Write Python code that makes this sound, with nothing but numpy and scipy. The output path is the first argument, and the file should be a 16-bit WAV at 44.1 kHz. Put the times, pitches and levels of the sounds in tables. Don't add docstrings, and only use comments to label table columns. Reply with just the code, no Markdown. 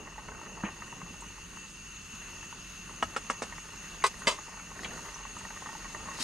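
import sys
import numpy as np
from scipy import signal
from scipy.fft import rfft, irfft, next_fast_len
from scipy.io import wavfile
from scipy.ndimage import uniform_filter1d, map_coordinates

SR = 44100
rng = np.random.default_rng(int(sys.argv[2]) if len(sys.argv) > 2 else 0)


def to_linear_factor(level_db):
    exponent = np.asarray(level_db, float) / 20
    return 10 ** exponent


def unload_wav(signal):
    wavfile.write(
        sys.argv[1],
        SR,
        np.round(np.clip(np.atleast_2d(signal).T, -1, 1) * 32767).astype(np.int16),
    )


N = 274743

# time_s, rattle_db, simmer_db
BUSY = [(0, -56, -48), (0.1, -53, -56), (0.5, -53.5, -57), (0.73, -54, -57.5), (1.1, -57, -64),
        (1.45, -58.5, -67), (1.65, -62, -75), (2.0, -72, -77), (2.3, -58, -63), (2.65, -63, -66),
        (3.2, -55, -59), (3.7, -56, -66), (4.1, -54.5, -59), (4.5, -54, -63), (4.95, -49.5, -55),
        (5.25, -53, -62), (5.7, -51, -58), (6.23, -51, -59)]


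def unit(x):
    return x / np.sqrt(np.mean(x ** 2) + 1e-20)


def along(points, hz):
    f, v = np.transpose(points)
    return np.interp(np.log(hz + 1), np.log(f + 1), v)


def curves(rows):
    s, *columns = np.transpose(rows)
    return [np.interp(np.arange(N) / SR, s, column) for column in columns]


def wobble(rate):
    return map_coordinates(rng.standard_normal(N // 256), [np.arange(N) * rate / SR])


def filtered(x, response):
    m = next_fast_len(N + SR // 2)
    spectrum = rfft(x, m) * response(np.fft.rfftfreq(m, 1 / SR))
    return irfft(spectrum, m)[..., :N]


def peaks(rows):
    def gain(f):
        power = sum(to_linear_factor(2 * db) / (1 + (2 * (f - hz) / width) ** 2) ** 2 for hz, width, db in rows)
        return np.sqrt(power)
    return gain


def rush(gain):
    # pitch_hz, correlation (-1 to 1)
    alike = [(50, .95), (300, .82), (700, .85), (1100, .92), (1700, .7), (2300, .7), (2700, .92),
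             (3200, .57), (5000, .47), (5900, .57), (6450, .85), (6950, .36), (7800, .7), (9200, .8),
             (10700, .62), (12200, .08), (14000, .35)]

    def mid_side_gain(hz):
        angle = np.arccos(np.clip(along(alike, hz), -1, 1)) / 2
        return gain(hz) * [np.cos(angle), np.sin(angle)]

    mid, side = filtered(rng.standard_normal((2, N)), mid_side_gain)
    return unit(np.array([mid + side, mid - side]))


def patchy(pair, depth_db):
    z = signal.stft(pair, nperseg=512)[2]
    field = rng.standard_normal(z.shape[1:])
    field = uniform_filter1d(field, size=8, axis=0)
    field = uniform_filter1d(field, size=14, axis=1)
    return unit(signal.istft(z * to_linear_factor(depth_db * unit(field)), nperseg=512)[1][:, :N])


def add(track, s, sound):
    start = round(s * SR)
    track[start:start + len(sound)] += sound


def strike(modes, favoured_hz, reach, contact, scatter_db):
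    t = np.arange(SR // 3) / SR
    hz, db, t60 = np.transpose(modes)[:, :, None]
    octaves_away = np.abs(np.log2(hz / favoured_hz))
    level = db + scatter_db * rng.standard_normal(hz.shape) - reach * octaves_away
    signs = (-1) ** np.arange(len(hz))[:, None]
    ring = np.sum(signs * to_linear_factor(level - 60 * t / t60) * np.sin(2 * np.pi * hz * t), axis=0)
    ring = ring * (1 - np.exp(-t / 0.00051))
    push = rng.standard_normal(1024) * np.exp(-t[:1024] / contact)
    push[0] += 1.5 * np.linalg.norm(push)
    sound = signal.fftconvolve(ring, push)[:len(t)]
    return sound / np.max(np.abs(sound))


def crack(gain, t60, rise):
    t = np.arange(SR // 6) / SR
    spectrum = rfft(rng.standard_normal(len(t))) * gain(np.fft.rfftfreq(len(t), 1 / SR) + 1)
    sound = irfft(spectrum, len(t)) * to_linear_factor(-60 * t / t60) * (1 - np.exp(-t / rise))
    return sound / np.max(np.abs(sound))


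def blows(table, modes, noise, reach, rise, tilt_db):
    hard_db, hard_s = -10, .0007
    longer_s_per_db, soft_s = .0008, .006
    track = np.zeros(N + SR)
    for s, db, hz, noise_db, t60 in table:
        contact = np.clip(hard_s + longer_s_per_db * (hard_db - db), hard_s, soft_s)
        add(track, s, to_linear_factor(db) * strike(modes, hz, reach, contact, scatter_db=1.5))
        colour = lambda f: to_linear_factor(along(noise, f) + tilt_db * np.log2(f))
        add(track, s, to_linear_factor(noise_db) * crack(colour, t60, rise))
    return track[:N]


def tent(x):
    t, hop, wet = np.arange(2048) / SR, 4096, np.zeros((2, N + SR))
    for start in range(0, N, hop):
        tail = rng.standard_normal((2, len(t))) * to_linear_factor(-60 * t / 0.072) * (t > .0005)
        echo = signal.fftconvolve(x[None, start:start + hop], tail / np.linalg.norm(tail[0]), axes=1)
        wet[:, start:start + echo.shape[1]] += echo
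    treble_rise = lambda hz: np.sqrt(0.08 + hz ** 2 / (hz ** 2 + 2500 ** 2))
    return filtered(wet[:, :N], treble_rise)


def hum():
    # pitch_hz, width_hz, relative_db
    bands = [(25, 21, -18), (44.9, 13, -1.5), (92, 11, -9.5)]
    return to_linear_factor(-56.0) * rush(peaks(bands))


def flame_and_simmer():
    # pitch_hz, width_hz, relative_db
    flame_bands = [(72, 36, -1.5), (130, 120, -8), (180, 110, 1.5), (317, 240, -6.5)]
    simmer_bands = [(336, 230, -1.1), (600, 1200, -0.91)]
    rumble_db, rumble_follows = -53.5, .2
    simmer_db = curves(BUSY)[1]
    flutter = wobble(7.2)
    flame_db = rumble_db + rumble_follows * (simmer_db - simmer_db.mean()) + 1.36 * flutter
    flame = to_linear_factor(flame_db) * rush(peaks(flame_bands))
    simmer = to_linear_factor(simmer_db + 2.7 * flutter + 1.7 * wobble(30)) * rush(peaks(simmer_bands))
    return flame + simmer


def gas_jet():
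    # time_s, hiss_db, low_jet_db
    gas = [(0, -54.5, -54.5), (0.7, -52, -53.5), (2.0, -51, -53.5), (2.4, -49.5, -51), (2.7, -50, -53),
           (3.7, -50, -53), (4.0, -48.5, -52), (4.3, -49.5, -55.5), (4.7, -51, -54.5), (5.0, -47.5, -54),
           (5.3, -50, -53), (5.66, -48, -55.5), (6.23, -48, -52)]
    # pitch_hz, width_hz, relative_db
    jet_high = [(6040, 50, -15), (6160, 45, -8), (6260, 60, -9), (6490, 52, -11), (6390, 150, -3.5),
                (6540, 94, -2), (6647, 150, -6), (6830, 70, -8), (6990, 160, -11)]
    # pitch_hz, width_hz, relative_db
    jet_low = [(2690, 160, 1), (2846, 190, -3.5)]
    # pitch_hz, relative_db
    hiss_colour = [(250, -120), (400, -10), (750, -7), (1200, 5.5), (2300, 1), (3300, -1), (4500, -1),
                   (5200, -2.5), (6500, -5.5), (7500, -6.5), (9700, -7), (11000, -14.5), (12200, -13.5),
                   (13000, -22), (14300, -24), (15500, -120)]
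    # pitch_hz, width_hz, boost_db
    streak_rows = [(1460, 70, 4), (1860, 60, 5), (4300, 90, 4), (4550, 80, 4), (5340, 90, 5), (5700, 50, 5),
                   (7850, 80, 4), (8880, 60, 5), (9300, 70, 3), (9710, 180, 4), (11450, 80, 5),
                   (12000, 70, 6)]
    hiss_db, low_db = curves(gas)
    breathe = 0.89 * wobble(14)
    jet = to_linear_factor(hiss_db - 1.0 + breathe) * rush(peaks(jet_high))
    jet = jet + to_linear_factor(low_db + breathe) * rush(peaks(jet_low))
    streaks = lambda f: sum(db / (1 + (2 * (f - hz) / width) ** 2) for hz, width, db in streak_rows)
    noise = rush(lambda hz: to_linear_factor(along(hiss_colour, hz) + streaks(hz)))
    waver_db = 0.57 * wobble(6.65) + .4 * wobble(25)
    return jet + to_linear_factor(hiss_db - 1.5 + waver_db) * patchy(noise, depth_db=1.5)


def pot():
    # pitch_hz, relative_db, t60_s
    pot_modes = [(420, -9, .04), (600, -9, .04), (760, -8, .03), (870, -2, .045), (945, -1, .04),
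                 (1090, -1, .045), (1220, -2, .045), (1330, -7, .035), (1520, -7, .035), (1700, -11, .03),
                 (1865, -1, .055), (2050, -5, .035), (2250, -8, .03)]
    # start_s, peak_db, favoured_hz
    ticks = [(0.071, -35, 1050), (0.179, -33, 853), (0.284, -32, 870), (0.317, -36, 853), (0.347, -38, 907),
             (0.412, -35, 872), (0.466, -37, 850), (0.603, -36, 1220), (0.82, -30.5, 1900),
             (0.924, -34.5, 1090), (1.014, -35.5, 1100), (1.22, -38, 875), (1.569, -35, 1890),
             (2.427, -38, 1210), (2.524, -35.5, 930), (2.892, -35, 1230), (3.523, -32.5, 1970),
             (3.579, -33, 1900), (4.14, -37, 1710), (4.218, -33, 1340), (4.385, -34, 1240),
             (4.595, -36.5, 1250), (4.79, -33, 1920), (4.832, -32.5, 1820), (4.909, -37, 1870),
             (5.25, -31.5, 1250), (5.365, -33, 1250), (5.449, -32.5, 1870), (5.503, -34, 1150),
             (5.57, -34, 1900), (5.62, -35, 939), (5.667, -34, 1130), (5.688, -33, 980), (5.749, -34, 1020),
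             (5.843, -35, 1850), (5.852, -34.5, 1240), (5.946, -27.5, 1080), (6.084, -31.5, 1100),
             (6.115, -35.5, 1100), (6.185, -32.5, 1090)]
    faint_count, faint_db, faint_range_db = 45, -40, 9
    low_hz, high_hz = 850, 1900
    track, busy = np.zeros(N + SR), to_linear_factor(curves(BUSY)[0])
    when, size, place = rng.random((faint_count, 3)).T
    faint_s = np.interp(when, np.cumsum(busy) / busy.sum(), np.arange(N) / SR)
    faint_hz = low_hz * (high_hz / low_hz) ** (place ** 4)
    faint = zip(faint_s, faint_db - faint_range_db * size, faint_hz)
    for s, db, hz in [*ticks, *faint]:
        add(track, s, to_linear_factor(db) * strike(pot_modes, hz, reach=6., contact=.004, scatter_db=4))
    contacts = to_linear_factor(np.clip(5.4 * wobble(70), -30, 8)) * rng.standard_normal(N) * (rng.random(N) < .02)

    def soft_ring(f):
        ring = sum((-1) ** k * to_linear_factor(db) * f / (hz * hz - f * f + 2.2j * f / t60)
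                   for k, (hz, db, t60) in enumerate(pot_modes))
        return ring / (1 + (f / 2400) ** 6)

    return track[:N] + busy * unit(filtered(contacts, soft_ring))


def thumps_and_clicks():
    # start_s, level_db (before rise and decay), pitch_hz, t60_s
    thumps = [(0.636, -22, 199, 0.077), (0.638, -30.5, 328, 0.063), (1.03, -34.5, 180, 0.099),
              (1.108, -31.5, 217, 0.029), (2.138, -35.5, 199, 0.035), (3.049, -43.5, 92, 0.34),
              (4.808, -39, 204, 0.062), (6.2, -34, 252, 0.076)]
    # start_s, peak_db, pitch_hz, width_hz (standard deviation), t60_s
    clicks = [(0.635, -25.5, 1120, 600, 0.022), (0.64, -32, 1300, 1000, .2), (0.649, -33, 2500, 397, .2),
              (.665, -40, 800, 400, 0.089), (.683, -36, 1013, 600, 0.09), (1.206, -33, 7900, 1000, .04),
              (1.966, -45, 3460, 900, 0.034), (2.15, -39, 7000, 2500, .04), (2.525, -42, 3000, 1500, .02),
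              (3.146, -41, 1500, 900, 0.13), (4.022, -34, 1900, 300, 0.045), (4.19, -39, 8900, 1200, .12),
              (4.8455, -24.5, 2700, 600, .012), (4.849, -30, 2280, 1200, 0.063),
              (4.937, -46, 4000, 1200, .04), (5.143, -31.5, 5950, 200, 0.033),
              (5.384, -35, 7450, 1200, .06)]
    track, t = np.zeros(N + SR), np.arange(SR // 3) / SR
    for s, db, hz, t60 in thumps:
        envelope = to_linear_factor(db - 60 * t / t60) * (1 - np.exp(-t / .0015))
        add(track, s, envelope * np.sin(2 * np.pi * hz * t))
    for s, db, hz, width, t60 in clicks:
        band = lambda f: np.exp(-((f - hz) / width) ** 2 / 2)
        add(track, s, to_linear_factor(db) * crack(band, t60, rise=0.0015))
    return track[:N]


def spoon_taps():
    # pitch_hz, relative_db, t60_s
    spoon_modes = [(238, -5, .08), (450, -4, .045), (665, -5, .04), (830, -6, .04), (975, -6, .045),
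                   (1120, -4, .04), (1290, 1, .04), (1400, -5, .035), (1665, -5, .045), (1860, -4, .045),
                   (2205, -7, .04), (2480, -9, .05), (2670, -9, .04), (2905, -8, .05), (3370, -13, .05),
                   (3790, -20, .04)]
    # start_s, ring_peak_db, favoured_hz, noise_peak_db, noise_t60_s
    taps = [(3.0245, -13, 1200, -23, 0.06), (3.162, -16.5, 1150, -26, 0.08),
            (3.298, -15.5, 1150, -23, 0.074), (3.419, -20, 690, -26.5, 0.083)]
    # pitch_hz, relative_db
    tap_noise = [(250, -40), (500, -7.5), (2500, -13.5), (3300, -15), (4700, -14.5), (5400, -9), (7900, -8),
                 (10000, -15), (14000, -46)]
    return blows(taps, spoon_modes, tap_noise, reach=4.5, rise=.005, tilt_db=-1.9)


def scrape():
    # pitch_hz, relative_db
    cloth = [(180, -24), (300, -6), (675, -18), (1050, -6), (2200, -10), (3150, -6), (3480, -10),
             (3900, -1), (5300, -3), (6550, -7), (10000, -13), (14500, -33)]
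    # peak_s, peak_db, length_s (to swell or fade by stroke_db)
    stroke_rows = [(4.84, -51, .06), (5.06, -55, .2), (5.38, -59, .12), (5.7, -64, .5), (6.15, -57, .15),
                   (6.23, -30.5, .075)]
    stroke_db, t = 25, np.arange(N) / SR
    strokes = sum(to_linear_factor(db - stroke_db * np.abs(t - s) / length) for s, db, length in stroke_rows)
    rub = strokes * to_linear_factor(2.1 * wobble(78)) * rush(lambda hz: to_linear_factor(along(cloth, hz)))
    return rub * to_linear_factor([[1.2], [-1.2]])


def empty_pot():
    # pitch_hz, wall_db, rim_db (relative, by place struck), t60_s
    modes = np.array([(200, -30, -9, .08), (275, -26, -12, .06), (403, -9, -10, .12), (465, -11, -18, .08),
                      (530, -22, -9, .12), (595, -20, 0, .09), (665, -8, -8, .09), (869, -8, -15, .1),
                      (934, -15, -4, .12), (1001, 0, -10, .08), (1083, 0, -7, .08), (1211, -10, -4, .15),
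                      (1263, -8, -15, .09), (1515, -10, -12, .1), (1700, -14, -14, .1),
                      (1982, -10, -14, .1), (2090, -15, -5, .14), (2590, -10, -12, .1),
                      (2654, -12, -9, .14), (2986, -10, -16, .1), (3061, -16, -6, .13),
                      (3485, -16, -11, .1), (3885, -13, -16, .1), (4001, -16, -12, .14),
                      (4704, -14, -4, .1), (5120, -18, -10, .11), (5330, -20, -16, .14),
                      (5717, -20, -14, .12), (7180, -22, -16, .14), (7870, -20, -18, .14)])
    # start_s, ring_peak_db, favoured_hz, noise_peak_db, noise_t60_s
    clanks = [(4.039, -9.5, 1130, -17, 0.06), (4.05, -30, 1100, -20.5, .15),
              (4.064, -35, 800, -19.5, 0.075), (4.2672, -40, 7000, -26, .09), (4.27, -9.5, 2610, -17, 0.16),
              (4.2775, -17, 800, -11.5, 0.095), (4.289, -26, 1200, -15, 0.15), (4.31, -23, 5000, -18, 0.22),
              (4.322, -25, 900, -23, 0.11)]
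    # pitch_hz, relative_db
    clank_noise = [(150, -60), (330, -25), (400, 8), (800, -7.5), (1000, 6.5), (1800, -10), (2400, -5.5),
                   (4700, -12.5), (7400, -13), (8600, -13), (10000, -22), (15000, -42)]
    grab_s, close_s, grab_db = 4.078, .018, -19
    rest_db_per_s, rest_s = -145, .07
    t = np.arange(N) / SR
    wall = blows(clanks[:3], modes[:, [0, 1, 3]], clank_noise, reach=2.5, rise=.0004, tilt_db=5.5)
    rim = blows(clanks[3:], modes[:, [0, 2, 3]], clank_noise, reach=1.01, rise=.0008, tilt_db=3.5)
    grab = to_linear_factor(grab_db * np.clip((t - grab_s) / close_s, 0, 1))
    rest = to_linear_factor(rest_db_per_s * np.clip(t - clanks[3][0], 0, rest_s))
    return wall * grab + rim * rest


def scene():
    hits = pot() + thumps_and_clicks() + spoon_taps() + empty_pot()
    hits = filtered(hits, lambda hz: 1 / (1 + 1j * hz / 11000) ** 3)
    background = hum() + flame_and_simmer() + gas_jet()
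    return background + hits + to_linear_factor(-5.5) * tent(hits) + scrape()


def top_cut(x):
    return signal.sosfilt(signal.butter(12, 15660, fs=SR, output="sos"), x)


def record(dry):
    # pitch_hz, left_over_right_db
    sides = [(100, -0.2), (350, -0.9), (700, -1.4), (1100, 1.1), (1700, -0.5), (2700, 2.5), (3300, 0.5),
             (5000, 0.2), (5900, -2.5), (6450, 2), (6950, -5), (7800, -0.5), (10700, 0.5), (12200, 9),
             (14000, -4)]
    # pitch_hz, left_lead_rad
    lead = [(60, -.05), (300, -.25), (700, -.08), (1100, -.35), (1700, -.2), (2200, -.7), (3200, -.8),
            (4000, -.5), (6400, -.55), (7000, -.1), (14000, 0)]
    side = np.array([[1], [-1]])

    def ports(hz):
        colour = to_linear_factor(side * along(sides, hz) / 2)
        phase = np.exp(.5j * side * along(lead, hz))
        return colour * phase / (1 + (hz / 14900) ** 40)

    return top_cut(filtered(dry, ports))


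dry = scene()
out = record(dry)
unload_wav(out)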